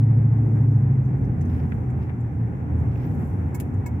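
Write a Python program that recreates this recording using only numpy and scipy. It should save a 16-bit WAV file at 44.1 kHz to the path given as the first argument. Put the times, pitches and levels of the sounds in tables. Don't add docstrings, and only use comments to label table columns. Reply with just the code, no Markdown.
import sys
import numpy as np
from scipy import signal
from scipy.fft import rfft, irfft
from scipy.io import wavfile

SR = 44100
rng = np.random.default_rng(int(sys.argv[2]) if len(sys.argv) > 2 else 0)


def file_out(sig):
    cols = np.atleast_2d(sig).T
    lim = np.clip(cols, -1, 1)
    pcm = np.round(lim * 32767).astype(np.int16)
    wavfile.write(sys.argv[1], SR, pcm)


N = 176400


def undb(db):
    return 10 ** (np.asarray(db) / 20)


def pan(left_minus_right_db):
    return undb(np.array([[1], [-1]]) * left_minus_right_db / 2)


def times():
    return np.arange(N) / SR


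def freqs():
    return np.maximum(np.arange(N // 2 + 1) * SR / N, 1)


def curves(table):
    time_s, *columns = np.array(table, float).T
    return [np.interp(times(), time_s, column) for column in columns]


def colour(points):
    freq_hz, level_db = np.array(points, float).T
    return undb(np.interp(np.log(freqs()), np.log(freq_hz), level_db))


def band(points, skirt_db_per_octave=60):
    octaves_out = np.abs(np.log2(freqs() / np.clip(freqs(), points[0][0], points[-1][0])))
    return colour(points) * undb(-skirt_db_per_octave * octaves_out)


def resonances(modes, sharpness=1):
    f = freqs()
    power = sum(undb(level_db) ** 2 / (1 + ((f / hz - hz / f) * hz / width_hz) ** 2)
                for hz, width_hz, level_db in modes)
    return np.sqrt(power) ** sharpness


def walk(rate_hz):
    drift = irfft(rfft(rng.standard_normal(N)) * np.exp(-(freqs() / rate_hz) ** 2), N)
    return drift / drift.std()


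def swell(centre_s, half_s):
    return np.exp(-((times() - centre_s) / half_s) ** 2)


def burst(start_s, attack_s, hold_s, decay_s, cabin_db=-26, cabin_decay_s=.042):
    age_s = times() - start_s
    late_s = np.maximum(age_s - attack_s - hold_s, 0)
    cabin_tail = undb(cabin_db) * np.exp(-late_s / cabin_decay_s)
    return np.clip(age_s / attack_s, 0, 1) * (np.exp(-late_s / decay_s) + cabin_tail)


def ring(start_s, modes, attack_s):
    age_s = np.maximum(times() - start_s, 0)
    late_s = np.maximum(age_s - attack_s, 0)
    out = 0
    for pitch_hz, level_db, decay_s in modes:
        cycles = pitch_hz * age_s + rng.random() + rng.random((2, 1)) / 2
        out += undb(level_db) * np.exp(-late_s / decay_s) * np.sin(2 * np.pi * cycles)
    return np.minimum(age_s / attack_s, 1) * out


# freq_hz, side_minus_mid_db
CABIN_WIDTH = [(30, -15), (80, -21), (150, -16), (260, -8.5), (500, -7), (800, -4.5), (1200, 3), (2000, 0),
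               (5000, 0.5)]
def noise(gain, spread=CABIN_WIDTH):
    mid, side = rfft(rng.standard_normal((2, N)))
    width = colour(spread)
    left_right = mid + np.array([[1], [-1]]) * width * side
    stereo = irfft(gain * left_right / np.hypot(1, width), N)
    return stereo / stereo.std()


# freq_hz, density_db
SUSPENSION_SPECTRUM = [(24, -47.5), (40, -32.5), (50, -17.5), (60, -4.5), (83, -2.5), (101, -1.7),
                       (118, 0.5), (146, -2), (205, -19.5)]
PANEL_SPECTRUM = [(80, -41), (130, -6.5), (175, 1.5), (200, -1), (236, 0.5), (280, -1.5), (330, -8.5),
                  (450, -14), (700, -33.5)]
TREAD_SPECTRUM = [(210, -10), (440, 0), (630, -4), (785, 3.5), (960, -3.5), (1220, -7.5), (1620, -9.5),
                  (2080, -12.5), (2620, -21), (3080, -31.5), (3600, -34), (4000, -46.5)]
HISS_SPECTRUM = [(3200, -9), (4500, -9.5), (5100, -8), (5600, 0.5), (6100, -3), (7250, -1), (8900, -6.5),
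                 (11300, -4), (11950, -7), (13600, -6.5), (15650, -13.5)]
# time_s, rumble_db, panel_db, tyre_db, hiss_db
ROAD_LEVELS = [(0, -31.5, -31.5, -46, -76.5), (.58, -31, -32, -46.5, -71), (.95, -30, -30.5, -46, -74),
               (1.45, -26.5, -32, -45, -74), (1.75, -26.5, -31, -46, -72), (2.05, -28, -34, -45.5, -74),
               (2.5, -31.5, -34, -46, -75.5), (2.85, -25, -31.5, -45, -72), (3.5, -30, -31.5, -44.5, -71.5),
               (4, -27.5, -33, -46.5, -74)]
def road():
    rumble_db, panel_db, tyre_db, hiss_db = curves(ROAD_LEVELS)
    rumble = noise(band(SUSPENSION_SPECTRUM)) * undb(rumble_db + .2 * walk(9))
    panels = noise(band(PANEL_SPECTRUM)) * undb(panel_db + 1.4 * walk(4.6))
    tyres = noise(band(TREAD_SPECTRUM)) * undb(tyre_db + .98 * walk(16))
    hiss = noise(band(HISS_SPECTRUM)) * undb(hiss_db + .59 * walk(14))
    return rumble * pan(-1.25) + (panels + tyres + hiss) * pan(.75)


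# centre_s, pitch_hz, level_db, half_s
CABIN_BOOMS = [(1.361, 57, -34, .17), (1.536, 236.4, -30.5, 0.086), (1.914, 126.5, -20.5, 0.074),
               (2.205, 117, -20, 0.084), (2.435, 115.2, -16.5, 0.048), (2.721, 112, -26, 0.036),
               (2.805, 82, -19.5, .085), (2.884, 114.1, -23, 0.079), (3.09, 104, -25, 0.057),
               (3.371, 98.1, -22, 0.055), (3.459, 84, -25.5, 0.048), (3.776, 97.5, -17, 0.024)]
def cabin_booms():
    out = 0
    for centre_s, pitch_hz, level_db, half_s in CABIN_BOOMS:
        tone = np.sin(2 * np.pi * (pitch_hz * times() + rng.random()))
        out += undb(level_db) * swell(centre_s, half_s) * tone
    return out


# centre_s, pitch_hz, level_db, half_s
SQUEAKS = [(2.788, 10550, -80, 0.027), (2.861, 12260, -84, 0.045), (3.032, 14800, -77.5, .075)]
def squeaks(waver=.011, rough_db=9):
    out = 0
    for centre_s, pitch_hz, level_db, half_s in SQUEAKS:
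        envelope = undb(level_db + rough_db * walk(94)) * swell(centre_s, half_s)
        wavering_hz = pitch_hz * (1 + waver * walk(120))
        out += envelope * np.sin(2 * np.pi * np.cumsum(wavering_hz) / SR)
    return out


# freq_hz, density_db
RUB_HISS_SPECTRUM = [(3000, -7.5), (4500, -16), (6000, -5.5), (7300, 0), (8600, -3.5), (11300, 1.5),
                     (13500, -0.5), (15700, -4)]
SCRATCH_SPECTRUM = [(1300, 0.5), (2300, -0.5), (3300, -12), (4300, -18), (5500, -13)]
# centre_s, half_s, hiss_db, scratch_db
RUBS = [(1.552, 0.11, -68.5, -58.5), (1.74, .06, -73.5, -72), (2.032, 0.039, -73, -61.5),
        (3.005, 0.1, -75, -59), (3.218, 0.15, -66, -69)]
def rubs(hiss_grain_db=1.5, scratch_grain_db=3.5):
    hiss = noise(band(RUB_HISS_SPECTRUM)) * undb(hiss_grain_db * walk(60))
    scratch = noise(band(SCRATCH_SPECTRUM)) * undb(scratch_grain_db * walk(90))
    return sum(swell(centre_s, half_s) * (undb(hiss_db) * hiss + undb(scratch_db) * scratch)
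               for centre_s, half_s, hiss_db, scratch_db in RUBS)


# start_s, pitch_hz, level_db
KNOCKS = [(1.409, 1890, -51), (1.7197, 1590, -38.5), (1.9, 2200, -56), (2.095, 1920, -42.5),
          (2.957, 1780, -47)]
TICKS = [(0.711, 5900, -70.5), (1.047, 6500, -69), (1.245, 5800, -66), (1.4085, 6400, -58.5),
         (1.45, 6200, -65), (1.9, 7200, -65.5), (2.204, 7400, -67.5), (2.797, 7200, -69),
         (3.737, 7000, -68)]
# pitch_hz, width_hz, level_db (knock: before sharpening)
KNOCK_PANEL, TICK_OVERTONE = (2300, 650, -3.5), (10000, 1000, -6)
def trim(knock_width_hz=550, tick_width_hz=980):
    out = 0
    for start_s, pitch_hz, level_db in KNOCKS:
        knock = noise(resonances([(pitch_hz, knock_width_hz, 0), KNOCK_PANEL], sharpness=2.2))
        out += undb(level_db) * knock * burst(start_s, attack_s=.001, hold_s=.0018, decay_s=.004)
    for start_s, pitch_hz, level_db in TICKS:
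        tick = noise(resonances([(pitch_hz, tick_width_hz, 0), TICK_OVERTONE]))
        out += undb(level_db) * tick * burst(start_s, attack_s=.0019, hold_s=.0069, decay_s=.0074)
    return out


# freq_hz, side_minus_mid_db
CLICK_WIDTH = [(1000, 0.9), (2000, -0.5), (7000, -.3), (13000, -2.5)]
# pitch_hz, width_hz, level_db
SWITCH_MODES = [(2380, 440, 4.5), (5090, 190, -3.5), (7350, 1300, -2), (9900, 800, -2), (11200, 1400, 1),
                (12300, 740, 3), (13600, 1500, -15)]
def switch(start_s=3.5998, level_db=-36.5):
    snap = noise(resonances(SWITCH_MODES), CLICK_WIDTH) * pan(3.5)
    return undb(level_db) * snap * burst(start_s, attack_s=.0005, hold_s=.0015, decay_s=.0072)


# pitch_hz, width_hz, level_db (contacts: before sharpening)
CONTACT_MODES = [(5830, 1400, -3), (7300, 620, 2.5), (8300, 630, -3), (13600, 624, 3.5), (14900, 600, -4)]
SPRING_MODE = (10650, 300, 0)
# pitch_hz, level_db, decay_s
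HOUSING_MODES = [(967, 0.5, .014), (1684, -4, 0.0066), (2190, -2.5, .014), (2560, -11, 0.005)]
# start_s, housing_db, snap_db, spring_db
RELAY_CLICKS = [(3.5444, -40.5, -44, -50.5), (3.8595, -37.5, -45.5, -75)]
def relay():
    snap = noise(resonances(CONTACT_MODES, sharpness=1.2), CLICK_WIDTH) * pan(.5)
    spring = noise(resonances([SPRING_MODE]), CLICK_WIDTH) * pan(-3)
    out = 0
    for start_s, housing_db, snap_db, spring_db in RELAY_CLICKS:
        chatter = burst(start_s, attack_s=.003, hold_s=.006, decay_s=.0085)
        out += undb(housing_db) * ring(start_s, HOUSING_MODES, attack_s=.006)
        out += (undb(snap_db) * snap + undb(spring_db) * spring) * chatter
    return out


# time_s, crank_hz, firing_db, burble_db
ENGINE_RUN = [(0, 27.85, -16, -19.5), (.45, 27.85, -19.5, -21.3), (.77, 27.07, -18.5, -19.5),
              (1.01, 25.95, -28, -20.5), (1.35, 23.39, -31.5, -20), (1.53, 21.25, -22, -26.5),
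              (1.7, 20.4, -35.5, -34), (4, 20.6, -32, -36.5)]
BURBLE_ORDERS = [2.5, 3.5, 4.5, 5, 5.5, 6.5, 8, 8.5, 10.5]
ORDER_DB = [-4, -7.5, -7, 0, -5, -3.5, -2.5, -10, -8]
def engine(firings_per_turn=4, boom_hz=131, boom_half_width_hz=14, off_boom_db=-16):
    crank_hz, firing_db, burble_db = curves(ENGINE_RUN)
    crank_rad = 2 * np.pi * np.cumsum(crank_hz) / SR
    out = undb(firing_db + .3 * walk(11)) * np.sin(firings_per_turn * crank_rad)
    for order, order_db in zip(BURBLE_ORDERS, ORDER_DB):
        boom = 1 / (1 + ((order * crank_hz - boom_hz) / boom_half_width_hz) ** 2)
        level_db = burble_db + order_db + off_boom_db * (1 - boom) + .5 * walk(1.3)
        out += undb(level_db) * np.sin(order * crank_rad + 2 * np.pi * rng.random())
    return np.sqrt(2) * out


def scene():
    return engine() + road() + cabin_booms() + relay() + switch() + trim() + rubs() + squeaks()


def record(dry):
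    cutoff_hz = 15750
    return signal.sosfilt(signal.ellip(10, .2, 70, cutoff_hz, fs=SR, output="sos"), dry)


dry = scene()
out = record(dry)
file_out(out)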